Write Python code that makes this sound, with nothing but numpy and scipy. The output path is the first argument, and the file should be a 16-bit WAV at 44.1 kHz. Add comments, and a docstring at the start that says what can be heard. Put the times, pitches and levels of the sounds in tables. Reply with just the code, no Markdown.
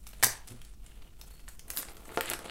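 """A hand lifts and turns a plastic sleeve page in a ring binder on a desk, close to a small microphone.
Rumble, hiss and rustle (filtered noise and random slips) run throughout; isolated snaps (damped modes and
noise) start early and crowd near 0.23 s. Thumps ring the desk modes near 0.25 and 0.5 s, a narrow whisper of
resonated slips follows from 0.72 s, and a binder ring tinks at 1.31 s as decaying sines. Fizz swells near 1.8 s;
at 2.17 s the page buckles as one pressure pulse that rings its low modes, and strong bending follows."""
import sys
import numpy as np
from scipy import signal
from scipy.fft import rfft, irfft
from scipy.io import wavfile
from scipy.ndimage import uniform_filter1d

SR = 44100
rng = np.random.default_rng(int(sys.argv[2]) if len(sys.argv) > 2 else 0)


def persist_wave(psi):
    """Save psi, clipped to +-1, as 16-bit WAV."""
    counts = np.round(np.clip(psi, -1, 1) * 32767).astype(np.int16)
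    wavfile.write(sys.argv[1], SR, np.atleast_2d(counts).T)


N = 110250


def amp(db):
    """Decibel law: level [dB] to amplitude ratio."""
    return 10 ** (np.asarray(db) / 20)


def unit_rms(x):
    """Power normalisation: scales a signal to rms 1."""
    return x / np.sqrt(np.mean(x ** 2) + 1e-20)


def read_spectrum(points, hz):
    """Linear interpolation on a log-frequency axis."""
    f, value = np.transpose(points)
    return np.interp(np.log(hz + 1), np.log(f + 1), value)


def colour(x, points):
    """Zero-phase filtering: multiplies the spectrum by a gain curve."""
    gain = amp(read_spectrum(points, np.fft.rfftfreq(len(x), 1 / SR)))
    return irfft(rfft(x) * gain, len(x))


def envelope(table, column):
    """Amplitude envelope: one level column, interpolated in dB over time."""
    times = [row[0] for row in table]
    levels = [row[column] for row in table]
    return amp(np.interp(np.arange(N) / SR, times, levels))


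def ring_modes(modes, t):
    """Modal superposition: a sum of exponentially decaying sines."""
    return sum(amp(db - 60 * t / t60) * np.sin(2 * np.pi * hz * t) for hz, db, t60 in modes)


# spectrum of the room's rumble and hiss: (frequency [Hz], relative level [dB])
RUMBLE_SPECTRUM = [(10, -3), (30, -10), (47, -4), (62, -16), (85, -23), (200, -27.5), (300, -33.5),
                   (600, -51), (1500, -54), (6000, -50.5), (16000, -54)]
RUMBLE_DB = -48.5  # rms


def room_rumble():
    """Stationary noise: white noise shaped into low rumble and faint hiss."""
    return amp(RUMBLE_DB) * unit_rms(colour(rng.standard_normal(N), RUMBLE_SPECTRUM))


# thumps into the desk: (time [s], level [dB])
DESK_THUMPS = [(0.237, -35.5), (0.259, -46.5), (.493, -55), (.511, -45.5), (.522, -47), (.543, -48)]
# desk modes: (frequency [Hz], relative level [dB], T60 [s])
DESK_MODES = [(119.6, 1, 0.33), (237.5, 0, 0.12), (357, -6, 0.088)]


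def desk_thumps():
    """Impulse response: each blow excites the damped modes of the desk."""
    blows = np.zeros(N)
    for s, db in DESK_THUMPS:
        blows[round(s * SR)] = amp(db)
    desk = ring_modes(DESK_MODES, np.arange(SR // 2) / SR)
    return signal.fftconvolve(blows, desk)[:N]


# binder ring modes: (frequency [Hz], level [dB], T60 [s])
RING_MODES = [(4372, -65, .8), (4400, -67, .45), (12400, -71, .25)]
TINK_S, TINK_STOP_S = 1.314, 1.45


def binder_ring_tink():
    """Free vibration, then damping: a touched ring decays until it is stopped."""
    t = np.maximum(np.arange(N) / SR - TINK_S, 0)
    damping = amp(-1000 * np.maximum(t + TINK_S - TINK_STOP_S, 0))  # falls 1000 dB per second
    return damping * ring_modes(RING_MODES, t)


# low modes of the whole page: (frequency [Hz], relative level [dB], T60 [s])
PAGE_MODES = [(363, -1, 0.13), (463, 1.5, 0.12), (532, 1.5, 0.11), (709, 4, 0.087), (888, 1, .08),
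              (1416, 1.5, 0.1)]


def page_resonance(x):
    """Resonance: a force convolved with the page's modal impulse response of unit energy."""
    modes = ring_modes(PAGE_MODES, np.arange(SR // 4) / SR)
    return signal.fftconvolve(x, modes / np.linalg.norm(modes))[:N]


GRAINS_PER_S, GRAIN_SPREAD_DB = 5000, 3  # mean rate in each part; scale of the exponential size spread
CLUMP_S, CLUMP_DB = 0.006, 2.5  # smoothing window, used twice; rms swing of the level


def friction_slips():
    """Stick-slip friction: random impulses of uneven size in shared clumps, one row per part."""
    size = amp(GRAIN_SPREAD_DB * np.minimum(rng.exponential(1, (4, N)), 5))
    happens = rng.random((4, N)) < GRAINS_PER_S / SR
    clumps = rng.standard_normal(N)
    for _ in range(2):
        clumps = uniform_filter1d(clumps, round(CLUMP_S * SR))
    return size * happens * rng.standard_normal((4, N)) * amp(CLUMP_DB * unit_rms(clumps))


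# corners of the whisper's trapezoid envelope: (time [s])
BRUSH_TIMES = (.72, .88, 1.079, 1.121)
BRUSH_HZ, BRUSH_WIDTH_HZ, BRUSH_DB = 2940, 370, -75


def edge_brush(slips):
    """Band-pass resonance: a finger brushes the edge, and one peak selects a whisper from the slips."""
    b, a = signal.iirpeak(BRUSH_HZ, BRUSH_HZ / BRUSH_WIDTH_HZ, SR)
    whisper = unit_rms(signal.lfilter(b, a, slips))
    return whisper * amp(BRUSH_DB) * np.interp(np.arange(N) / SR, BRUSH_TIMES, [0, 1, 1, 0])


# handling: (time [s], bending level [dB], sliding level [dB], crackle level [dB], fizz level [dB])
RUSTLE_LEVELS = [(0, -74, -92, -70, -75), (0.05, -73.5, -69.5, -68, -71), (0.09, -70, -65.5, -66, -59),
                 (0.2, -64, -63, -61.5, -70), (0.33, -69, -55, -49, -68), (0.42, -79, -66, -70.5, -72),
                 (0.46, -68, -69, -73, -78), (0.5, -61, -58, -56.5, -57), (0.6, -68, -69.5, -68.5, -90),
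                 (0.7, -72, -67, -63.5, -94), (0.76, -76, -82.5, -83.5, -84),
                 (0.88, -69.5, -66, -67.5, -73.5), (1.08, -65.5, -71.5, -74.5, -74),
                 (1.14, -80, -73.5, -82, -85), (1.19, -67.5, -70.5, -67, -69),
                 (1.36, -70, -67.5, -65, -64.5), (1.45, -71, -70.5, -70.5, -71), (1.52, -67, -69, -65, -63),
                 (1.57, -73.5, -75, -71, -70), (1.64, -65.5, -78, -73, -78), (1.7, -57, -61, -71, -61),
                 (1.76, -60, -65, -55, -45), (1.79, -53, -56, -47, -32), (1.85, -58.5, -58, -51, -70),
                 (1.93, -57.5, -62.5, -64.5, -59), (2.02, -60.5, -67, -68, -69), (2.08, -60, -65, -60, -63),
                 (2.1, -48, -57, -66.5, -64), (2.16, -54, -56, -52, -55), (2.2, -48, -67, -60, -64),
                 (2.22, -53, -42.5, -53, -47), (2.28, -51.5, -44.5, -50.5, -61), (2.32, -41, -38, -51, -66),
                 (2.36, -53, -66, -79, -81), (2.43, -49.5, -57, -57, -80), (2.5, -48, -46, -54.5, -67)]
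# spectra of the parts, low to high: (frequency [Hz], relative level [dB])
BEND_SPECTRUM = [(200, -1), (400, 3), (1300, -1.5), (2000, -27.5)]
SLIDE_SPECTRUM = [(800, -11.5), (1300, 3.5), (2000, 5.5), (3000, 6.5), (4500, 1), (6500, -33.5)]
CRACKLE_SPECTRUM = [(3500, -10.5), (5500, -7.5), (8000, 2.5), (10500, 2), (13000, -23.5)]
FIZZ_SPECTRUM = [(9500, -15), (12500, -0.5), (16000, -12.5)]
PAGE_SHARE_DB = -6.5  # gain of the page ringing under the bending


def rustle():
    """Filtered shot noise: slips coloured as bending, sliding, crackle and fizz; bending also rings the page."""
    slips = friction_slips()
    out = edge_brush(slips[1])
    spectra = [BEND_SPECTRUM, SLIDE_SPECTRUM, CRACKLE_SPECTRUM, FIZZ_SPECTRUM]
    for k, spectrum in enumerate(spectra):
        out = out + envelope(RUSTLE_LEVELS, k + 1) * unit_rms(colour(slips[k], spectrum))
    bending_force = envelope(RUSTLE_LEVELS, 1) * unit_rms(slips[0])
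    return out + amp(PAGE_SHARE_DB) * page_resonance(bending_force)


BUCKLE_S, BUCKLE_WIDTH_S = 2.1744, .00009  # time of the peak; decay time of the push on each side
BUCKLE_DB, BUCKLE_RING_DB = -8, -11  # gain of the pulse; gain of the ring relative to it


def page_buckle():
    """Snap-through buckling: a sharp inward push of air, a rebound, and the ring of the page."""
    u = (np.arange(N) / SR - BUCKLE_S) / BUCKLE_WIDTH_S
    rebound = .375 * np.exp(-((u - 4) / 3) ** 2)
    push = -amp(BUCKLE_DB) * (np.exp(-abs(u)) - rebound)
    return push + amp(BUCKLE_RING_DB) * page_resonance(push)


# snaps of the plastic: (time [s], then the relative levels [dB] of five bands, low to high)
SNAP_EVENTS = [(0.068, -53, -48.5, -43, -44, -51), (0.074, -70, -67, -51, -46, -43),
               (0.132, -50.5, -46, -48.5, -73, -70), (0.2272, -25, -23, -24, -36.5, -34),
               (0.2315, -48, -36, -24.5, -33, -31.5), (0.2356, -23, -14, -28.5, -23, -24),
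               (0.2404, -32.5, -30, -30, -25.5, -21), (0.2441, -28.5, -35, -17, -28, -20),
               (0.2492, -43, -34, -35, -44, -38), (0.2672, -28, -44, -34, -39.5, -28),
               (0.474, -67, -51, -50, -49.5, -44.5), (0.4782, -48, -49, -46, -44, -64),
               (0.485, -78, -50, -48.5, -43.5, -59), (0.5036, -51.5, -56, -56, -63, -65),
               (0.5622, -65, -86, -56.5, -74, -59), (0.6165, -69, -46.5, -49, -57, -51),
               (0.6486, -71, -52, -52.5, -54, -50), (0.8632, -64, -53.5, -53.5, -51, -61),
               (1.0204, -58.5, -53.5, -53.5, -72, -72.5), (1.2134, -49, -49.5, -41.5, -50.5, -41.5),
               (1.3948, -62, -53, -56, -69, -69), (1.4798, -53, -42.5, -48, -57, -56),
               (1.4858, -58, -71, -50, -41, -57), (1.4888, -53, -48.5, -47, -57, -44),
               (1.5938, -59, -46, -43.5, -45.5, -44.5), (1.681, -59, -49, -61, -44.5, -47),
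               (1.703, -59, -38.5, -37, -40.5, -28), (1.712, -57, -66, -63, -39, -43),
               (1.7649, -46, -41, -67, -37, -39), (1.7724, -40, -36.5, -32, -44.5, -26.5),
               (1.785, -62, -61, -50, -41.5, -35), (1.7928, -63, -60, -55, -48, -37),
               (1.8, -70, -43, -65, -58, -36.5), (1.8293, -55, -38, -53, -43.5, -50),
               (1.8853, -43, -42.5, -42, -64, -72), (1.9677, -62, -49, -49, -51.5, -56),
               (2.054, -55.5, -46.5, -57, -47, -72), (2.092, -55, -40.5, -71, -69, -64),
               (2.1175, -49, -46, -68, -49, -61), (2.147, -59, -42, -60, -68, -64),
               (2.209, -73, -22, -40, -41, -31), (2.2579, -65, -36.5, -55, -41.5, -52),
               (2.292, -59, -40, -49, -40, -39), (2.3, -61, -31, -40.5, -36.5, -32.5),
               (2.3346, -32.5, -32.5, -39, -39.5, -37.5), (2.3382, -59, -32.5, -37, -49, -57),
               (2.3905, -51, -39, -51, -44.5, -49), (2.445, -40, -41.5, -63, -55, -53)]
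# edges of those bands: (frequency [Hz])
BAND_EDGES = [300, 1200, 3300, 7000, 11500, 16000]
# short modes of a sleeve: (frequency [Hz], relative level [dB], T60 [s])
SLEEVE_MODES = [(400, -3, 0.0064), (716, -11.5, 0.0043), (1230, -1.5, 0.0052), (1720, 1.5, 0.0041),
                (2400, -5, .003), (3880, -1, 0.0033), (5560, 4.5, 0.0022), (8540, 5, 0.0031),
                (10440, 0, 0.003), (12980, 2, 0.0028)]
# overall colour of the snaps: (frequency [Hz], gain [dB])
SHEET_COLOUR = [(200, -12.5), (500, -3), (1700, -0.5), (2800, -1.5), (4300, 0), (6000, 1), (11000, 6.5),
                (13000, 1), (15500, -0.5)]
SNAP_DB, FRAY_DB = 12, -5.5  # gain of a whole snap; gain of its noise
RISE_S, FRAY_T60_S = 0.00035, 0.011  # for crisp snaps; weak ones are slower
CRISP_DB, BLUR_S_PER_DB = -36, .00018  # snaps weaker than CRISP_DB lose their ring and swell slower


def sleeve_snaps():
    """Impulsive modal excitation: each snap rings the sleeve with a noisy edge; snaps take turns over three rows."""
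    length = 2048
    t = np.arange(length) / SR
    out = np.zeros((3, N + length))
    centres = np.sqrt(np.multiply(BAND_EDGES[1:], BAND_EDGES[:-1]))
    for k, (s, *bands) in enumerate(SNAP_EVENTS):
        weak_db = max(CRISP_DB - max(bands), 0)
        blur_s = BLUR_S_PER_DB * weak_db
        gains = list(zip(centres, bands))
        detune = rng.uniform(0.871, 1.038, len(SLEEVE_MODES))
        modes = [(hz * d, db + read_spectrum(gains, hz), t60)
                 for (hz, db, t60), d in zip(SLEEVE_MODES, detune)]
        ring = amp(-weak_db) * ring_modes(modes, t)
        # higher bands are wider: tilt the levels to a density per hertz
        density = [(f, db - 10 * np.log10(f / centres[-1])) for f, db in gains]
        fray = colour(rng.standard_normal(length), [(150, -99)] + density)
        fray = fray * amp(FRAY_DB - 60 * t / (FRAY_T60_S + 4 * blur_s))
        rise = np.sin(np.pi / 2 * np.minimum(t / (RISE_S + blur_s), 1)) ** 2
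        start = round((s - blur_s / 2) * SR)
        out[k % 3, start:start + length] += amp(SNAP_DB) * (ring + fray) * rise
    return np.array([colour(row[:N], SHEET_COLOUR) for row in out])


# decay of the room: (frequency [Hz], T60 [s])
ROOM_DECAY = [(200, 0.55), (700, 0.43), (1600, 0.32), (2800, 0.27), (5500, 0.29), (12800, 0.19)]
# colour of the reflections: (frequency [Hz], relative level [dB])
ROOM_COLOUR = [(300, -9.5), (1600, -2), (3500, -4), (6000, 0.5), (12000, -2)]
ROOM_START_S = 0.0011  # reflections begin here and are full after twice this time


def room_reflections(x):
    """Diffuse reverberation: convolution with noise whose bands decay at their own rates."""
    hz, t, bands = signal.stft(rng.standard_normal(SR // 2), SR, nperseg=256)
    decay = amp(-60 * t / read_spectrum(ROOM_DECAY, hz)[:, None])
    tail = colour(signal.istft(bands * decay, SR, nperseg=256)[1], ROOM_COLOUR)
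    tail = tail * np.clip(np.arange(len(tail)) / SR / ROOM_START_S - 1, 0, 1)
    return signal.fftconvolve(x, tail / np.linalg.norm(tail))[:N]


ROOM_DB = -5.5  # gain of the reflections


def scene():
    """Linear superposition: background, handling, and snaps and buckle with their reflections."""
    background = room_rumble() + desk_thumps() + binder_ring_tink()
    handling = rustle()
    hits = sleeve_snaps()
    hits[0] += page_buckle()
    reflections = sum(room_reflections(row) for row in hits)  # each row has its own random diffuse tail
    return (background + handling + hits.sum(axis=0) + amp(ROOM_DB) * reflections)[None]


# steep roll-off of the top: (frequency [Hz], gain [dB])
TOP_ROLLOFF = [(15750, 0), (16050, -26), (17000, -40)]
EDGE_HZ = 16800  # upper band limit


def record(dry):
    """Linear filtering: a steep treble roll-off, then a linear-phase low-pass."""
    low_pass = signal.firwin(511, EDGE_HZ, window=("kaiser", 9), fs=SR)
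    rolled_off = colour(dry[0], TOP_ROLLOFF)
    return signal.oaconvolve(rolled_off[None], low_pass[None], "same")


dry = scene()
out = record(dry)
persist_wave(out)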